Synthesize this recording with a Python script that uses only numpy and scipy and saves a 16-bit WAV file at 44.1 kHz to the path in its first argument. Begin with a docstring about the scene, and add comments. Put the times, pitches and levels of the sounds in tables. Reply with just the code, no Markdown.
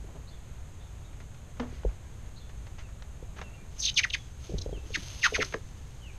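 """A low outdoor rumble, with feet knocking and scuffing across a back yard and birds calling far off.
A hot casting is being carried in tongs; on the way a hollow thing is kicked and rings with a clonk.
The casting is lowered into a plastic tub of water: pockets of steam swell and squelch in falling notes,
the boil sizzles on the metal as a spray of tiny pops, and the stirred water glugs."""
import sys
import numpy as np
from scipy import signal
from scipy.fft import rfft, irfft
from scipy.io import wavfile

SR = 44100
rng = np.random.default_rng(int(sys.argv[2]) if len(sys.argv) > 2 else 0)


def dump_mix(stems):
    """Bounce the given channels to the path in sys.argv[1] as a 16-bit WAV at rate SR."""
    frames = np.atleast_2d(stems).T  # one column per channel
    limited = np.clip(frames, -1, 1)  # hard clip at full scale
    pcm = np.round(limited * 32767).astype(np.int16)
    wavfile.write(sys.argv[1], SR, pcm)


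N = 272538

# bed of distant traffic and air: f/Hz, relative level/dB
YARD_SPECTRUM = [(20, -2.5), (38, -5), (55, 1), (80, -4.5), (125, -8.5), (180, -17.5), (300, -25.5),
                 (600, -28.5), (1200, -33.5), (2500, -37.5), (4000, -41.5), (5200, -51.5), (8000, -39),
                 (15000, -36)]
# dull knocks and glugs: t/s, f/Hz, level/dB, t60/s
KNOCKS_AND_GLUGS = [ (.04, 403, -42, .04), (1.725, 370, -38, .015), (1.848, 450, -20, .014),
                    (3.224, 480, -33, .02), (4.492, 337, -33, .08), (4.518, 460, -35, .05),
                    (4.536, 160, -24, .04), (4.538, 412, -29.5, .05), (4.575, 92, -31, .3),
                    (4.659, 460, -28, .03), (4.689, 450, -31.5, .03), (4.725, 385, -28.5, .035),
                    (4.771, 385, -39, .06), (4.902, 440, -37, .04), (4.97, 298, -35, .055),
                    (5.322, 470, -27.5, .076), (5.379, 660, -31, .06), (5.388, 435, -25, .16),
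                    (5.542, 450, -27.5, .11)]
# small glugs of stirred water: from t/s, to t/s, f/Hz, level/dB, t60/s
LAPPING = (4.54, 5.06, 290, -45, .08)
# scuffs, ticks and small splashes: t/s, level/dB, t60/s, centre f/Hz
SCUFFS_AND_SPLASHES = [ (.05, -49.5, .53, 390), (.14, -45, .23, 410), (1.2, -48, .09, 1900),
                       (1.834, -44, .03, 1000), (1.88, -49.5, .24, 800), (2.493, -47, .04, 1700),
                       (2.667, -45, .06, 1600), (2.78, -43.5, .15, 1950), (3.023, -36, .016, 1860),
                       (3.362, -46, .12, 1700), (3.381, -39.5, .11, 1250), (3.414, -35.5, .07, 1200),
                       (5.524, -37, .044, 1200), (5.54, -26.5, .029, 1300)]
# faint grit underfoot: from t/s, to t/s, level/dB, t60/s, centre f/Hz
GRIT = (.9, 3.1, -57, .09, 1700)
# one bird's buzzy two-note chirps: t/s, level/dB
CHIRPS = [(.271, -54), (2.36, -56)]
# the notes of a chirp: delay/s, length/s, first f/Hz, last f/Hz, relative level/dB
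CHIRP_NOTES = [(0, .035, 3970, 4480, 0), (.038, .072, 3600, 3430, -5)]
# sinking whistles: t/s, length/s, first f/Hz, last f/Hz, level/dB, bend (under 1 drops early, over 1 late)
WHISTLES = [ (.786, .1, 3900, 3520, -63, .6), (1.032, .07, 3700, 3580, -64, .6),
            (2.825, .047, 2780, 2540, -57, 1.7), (3.434, .062, 2830, 2620, -53.5, .6),
            (3.529, .04, 2780, 2670, -59, 2), (3.565, .07, 2410, 2380, -61, 1),
            (4.078, .047, 2920, 2730, -52, .4), (4.177, .054, 3360, 3290, -56, 2),
            (4.724, .046, 3220, 2800, -53.5, 3), (4.761, .043, 2740, 2630, -53.5, .4),
            (6.01, .11, 3150, 2200, -51, 1.5)]
# the higher a bird sings, the more it buzzes: f/Hz, waver/share of pitch
BIRD_BUZZ = [(3300, .015), (3900, .055)]
# modes of the kicked hollow thing: f/Hz, relative level/dB, t60/s
CLONK_MODES = [(244.3, -1.5, 0.3), (465, -7, 0.19), (1180, -23, 0.17), (2900, -32, .2), (3250, -33, 0.17)]
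# the kick's crack and the scrape after it: delay/s, level/dB, t60/s, centre f/Hz
KICK_NOISE = [(0, -30, .054, 1100), (.015, -37, .22, 575), (.063, -53, 1.0, 2310)]
# fader ride of the boil on the metal: t/s, level/dB
SIZZLE_LEVEL = [(3.68, -70), (3.8, -51), (4.25, -59), (4.35, -67), (4.46, -50), (4.57, -59), (4.83, -62),
                (4.98, -44.5), (5.47, -46), (5.59, -61), (6.18, -64)]
# tone of the boil: f/Hz, relative level/dB
SIZZLE_SPECTRUM = [(200, -4), (900, -1), (1800, -1.5), (3000, 6.5), (5500, 2.5), (9000, 4.5), (11700, 5),
                   (13000, -3), (15000, -10)]
# steam pockets: t/s, length/s, last f/Hz, note level/dB, hiss level/dB
STEAM_POCKETS = [ (3.773, .05, 4900, -44, -36), (3.801, .051, 2590, -37, -33),
                 (3.833, .039, 2610, -28, -29.5), (3.855, .042, 2390, -28.5, -37),
                 (3.884, .021, 2470, -31, -34), (3.938, .011, 5700, -46, -47.5),
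                 (3.951, .054, 1600, -23, -24.5), (4.023, .032, 1230, -25, -34.5),
                 (4.095, .016, 2410, -35, -46), (4.122, .035, 1470, -28, -31.5),
                 (4.575, .019, 2830, -42.5, -41.5), (4.608, .018, 2890, -43.5, -42),
                 (4.927, .042, 1290, -29.5, -33), (5.21, .068, 960, -21.3, -25),
                 (5.328, .045, 1130, -28, -30.5), (5.382, .053, 1075, -30, -41),
                 (5.411, .022, 1060, -29.5, -29.3), (5.438, .018, 3000, -50, -41),
                 (5.534, .014, 1000, -32, -50)]
# a pocket puffs up, slows, then rushes to full size: share of its length, share of its growth
POCKET_GROWTH = [(0, 0), (.36, .32), (.8, .61), (1, 1)]
# envelopes of a pocket's note and hiss, in shares of its length: full level, starts to fade, faded
NOTE_SHAPE = (.43, .81, 1.2)
HISS_SHAPE = (.51, .84, 1.17)
# the microphone port rings near 6.4 kHz and shuts above it: f/Hz, gain/dB
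MIC_PORT = [(20, 0.5), (5000, -0.5), (5900, 0.5), (6400, 10), (6700, -4), (7050, -14.5), (8000, -14.5),
            (10300, -16.5), (11500, -15), (15000, -25)]
# the microphone's own hiss: f/Hz, relative level/dB
MIC_HISS = [(3000, -15), (5800, -14.5), (6600, 2.5), (7300, -3), (9000, -8), (10500, -19.5), (13000, -16),
            (15000, -48.5)]


def amp(db):
    """Decibels to gain."""
    return 10 ** (np.asarray(db) / 20)


def unit(x):
    """Scales to rms 1."""
    return x / np.sqrt(np.mean(abs(x) ** 2) + 1e-20)


def eq_gain(curve, size):
    """Gains for an FFT of size samples, from a dB curve joined on a log-frequency axis."""
    hz, db = np.transpose(curve)
    return amp(np.interp(np.log(np.fft.rfftfreq(size, 1 / SR) + 1), np.log(hz + 1), db))


def coloured(x, curve):
    """Shapes x with an EQ curve, at rms 1."""
    return unit(irfft(rfft(x) * eq_gain(curve, len(x)), len(x)))


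def add(mix, s, sound):
    """Mixes a sound in at s seconds."""
    part = mix[round(s * SR):][:len(sound)]
    part += sound[:len(part)]


def flutter(size, hz):
    """Smooth random modulation of rms 1, moving at up to about hz."""
    f = np.fft.rfftfreq(size, 1 / SR)
    return unit(irfft(rfft(rng.standard_normal(size)) / (1 + (f / hz) ** 4), size))


def scattered(start, end, count):
    """Loosely spaced cues: t/s, random strength around 0."""
    times = start + (end - start) * (np.arange(count) + rng.random(count)) / count
    return zip(times, rng.standard_normal(count))


def yard_rumble(level_db=-42.5, drift_db=.4):
    """A slowly drifting bed of distant traffic and soft air."""
    return amp(level_db + drift_db * flutter(N, 4)) * coloured(rng.standard_normal(N), YARD_SPECTRUM)


def knock(hz, db, t60, attack_s=.0038, sag=.136, body_hz=145, thud_hz=49, size=12000):
    """A short hollow note that sags in pitch, over a soft low body and a deep thud."""
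    t = np.arange(size) / SR
    pitch = hz * (1 + sag * (np.exp(-t / .0084) - .5) + .072 * flutter(size, 190))
    phase = 2 * np.pi * np.cumsum(pitch) / SR + .59 * flutter(size, 280)
    note = np.sin(phase) * amp(2 * flutter(size, 200))
    envelope = np.minimum(t / attack_s, 1) * amp(-60 * np.maximum(t - attack_s, 0) / t60)
    body = np.sin(2 * np.pi * body_hz * rng.uniform(.89, 1.3) * t) * amp(-10 - 60 * t / .081)
    thud_envelope = np.minimum(t / .015, 1) * amp(-60 * np.maximum(t - .025, 0) / .13)
    thud = np.sin(2 * np.pi * thud_hz * t) * thud_envelope
    thud_db = 3 - 190 * t60  # the longer a knock rings, the less it thuds
    return amp(db) * (envelope * note + body + amp(thud_db) * thud)


def knocks_and_glugs(cutoff_hz=670):
    """Feet knock and stirred water glugs, all dulled; bigger laps are lower and louder."""
    out = np.zeros(N)
    start, end, hz, db, t60 = LAPPING
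    laps = [(s, hz * np.exp(-.15 * strength), db + 1.5 * strength, t60)
            for s, strength in scattered(start, end, count=10)]
    for s, *hit in KNOCKS_AND_GLUGS + laps:
        add(out, s, knock(*hit))
    return signal.sosfilt(signal.butter(2, cutoff_hz, fs=SR, output="sos"), out)


def scuff(db, t60, hz, grain_db=1.5, size=20000):
    """A grainy puff of broad noise; the longer a scrape, the softer it starts."""
    t = np.arange(size) / SR
    hump = [(hz / 8, -14), (hz / 3, -2), (hz, 0), (hz * 2, -7), (hz * 5, -22), (hz * 20, -42)]
    noise = coloured(rng.standard_normal(size), hump)
    attack_s = max(.0008, .093 * (t60 - .06))
    return amp(db - 60 * t / t60 + grain_db * flutter(size, 260)) * np.minimum(t / attack_s, 1) * noise


def scuffs_and_splashes():
    """Feet scuff over faint grit on the walk; small splashes follow at the tub."""
    out = np.zeros(N)
    start, end, db, t60, hz = GRIT
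    grit = [(s, db + 1.5 * strength, t60, hz) for s, strength in scattered(start, end, count=9)]
    for s, *puff in SCUFFS_AND_SPLASHES + grit:
        add(out, s, scuff(*puff))
    return out


def bird_note(length, first_hz, last_hz, db, bend=1, size=8192):
    """A gliding whistle; a fast waver makes the high ones buzz."""
    progress = np.minimum(np.arange(size) / SR / length, 1)
    glide_hz = first_hz * (last_hz / first_hz) ** (progress ** bend)
    waver = np.interp(first_hz, *np.transpose(BIRD_BUZZ)) * flutter(size, 270)
    envelope = np.sqrt(abs(np.sin(np.pi * progress))) * amp(db + 2 * flutter(size, 60))
    return envelope * np.sin(2 * np.pi * np.cumsum(glide_hz * (1 + waver)) / SR)


def birds():
    """Two-note chirps and single whistles."""
    out = np.zeros(N)
    for s, db in CHIRPS:
        for delay, length, first_hz, last_hz, note_db in CHIRP_NOTES:
            add(out, s + delay, bird_note(length, first_hz, last_hz, db + note_db))
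    for s, *note in WHISTLES:
        add(out, s, bird_note(*note))
    return out


def clonk(kick_s=1.597, ring_db=-25, ring_lag_s=.004, attack_s=.0011):
    """One kick cracks, rings the hollow body's modes and scrapes it along."""
    out, t = np.zeros(N), np.arange(SR // 2) / SR
    ring = sum(amp(db - 60 * t / t60) * np.sin(2 * np.pi * hz * t) for hz, db, t60 in CLONK_MODES)
    add(out, kick_s + ring_lag_s, amp(ring_db) * ring * np.minimum(t / attack_s, 1))
    for delay, *puff in KICK_NOISE:
        add(out, kick_s + delay, scuff(*puff))
    return out


def sizzle(pops_per_s=7000, flicker_db=1.2):
    """Water boils on the hot metal in a fine crackle of uneven pops."""
    pops = (rng.random(N) < pops_per_s / SR) * rng.standard_normal(N)
    pops *= amp(2 * np.minimum(rng.exponential(1, N), 5))  # a few stand out
    level_db = np.interp(np.arange(N) / SR, *np.transpose(SIZZLE_LEVEL))
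    return coloured(pops, SIZZLE_SPECTRUM) * amp(level_db + flicker_db * flutter(N, 43))


def pocket_envelope(age, shape, edge_db=-35):
    """Swell, hold and fade; age is in shares of the pocket's length."""
    full, fading, faded = shape
    return amp(np.interp(age, [0, full, fading, faded, 2 * faded - fading], [edge_db, 0, 0, edge_db, -80]))


def steam_pocket(length, last_hz, note_db, hiss_db, birth_hz=6100, spread_hz=2050, spit_db=2, size=6144):
    """A tiny pocket swells and its note sinks as 1 / radius; collapsing bubbles hiss above that note."""
    age = np.arange(size) / SR / length
    radius = 1 + (birth_hz / last_hz - 1) * np.interp(age, *np.transpose(POCKET_GROWTH))
    hz = birth_hz / radius * (1 + .04 * flutter(size, 244))
    phase = 2 * np.pi * np.cumsum(hz) / SR
    # loud pockets sing most clearly; faint ones are only a band of noise round the note
    roughness = np.interp(note_db, [-34, -22], [.97, .45])
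    width_hz = .17 * np.sqrt(birth_hz * last_hz)
    band = flutter(size, width_hz) * np.cos(phase) + flutter(size, width_hz) * np.sin(phase)
    note = np.sqrt(2 * (1 - roughness ** 2)) * np.cos(phase) + roughness * band
    # one-sided noise, shifted up to ride on the falling note
    above_hz = np.fft.rfftfreq(size, 1 / SR)
    slope = above_hz / (above_hz + 250) / np.hypot(1, above_hz / spread_hz) ** 1.5
    skirt = np.fft.ifft(rfft(rng.standard_normal(size)) * slope, size)
    spit = amp(spit_db * np.tanh(flutter(size, 580)))
    hiss = unit((skirt * np.exp(1j * phase)).real * spit)
    return (amp(note_db) * pocket_envelope(age, NOTE_SHAPE) * note
            + amp(hiss_db) * pocket_envelope(age, HISS_SHAPE) * hiss)


def squelches():
    """Steam pockets form in flurries on the sunken casting."""
    out = np.zeros(N)
    for s, *pocket in STEAM_POCKETS:
        add(out, s, steam_pocket(*pocket))
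    return out


def echoes(x, t60, predelay_s, taps_per_s=2000):
    """Thin scatter from the ground, fence and house."""
    t = np.arange(SR // 2) / SR
    taps = rng.standard_normal(len(t)) * (rng.random(len(t)) < taps_per_s / SR)
    taps *= amp(-60 * t / t60) * (t > predelay_s)
    return signal.fftconvolve(x, taps / np.linalg.norm(taps))[:N]


def scene():
    """A mono mix: the foreground almost dry, the birds far and wetter, the rumble underneath."""
    near = squelches() + sizzle() + knocks_and_glugs() + scuffs_and_splashes() + clonk()
    far = birds()
    near += amp(-16.5) * echoes(near, t60=.12, predelay_s=.0092)
    far += amp(-6) * echoes(far, t60=.37, predelay_s=.012)
    return (near + far + yard_rumble())[None]


def record(dry, hiss_db=-65.5, cutoff_hz=14400):
    """The microphone's port colour and hiss, then a steep high cut."""
    heard = irfft(rfft(dry, 2 * N) * eq_gain(MIC_PORT, 2 * N))[:, :N]
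    heard += amp(hiss_db) * coloured(rng.standard_normal(N), MIC_HISS)
    low_pass = signal.firwin(255, cutoff_hz, window=("kaiser", 9), fs=SR)
    return signal.oaconvolve(heard, low_pass[None], "same")


dry = scene()
out = record(dry)
dump_mix(out)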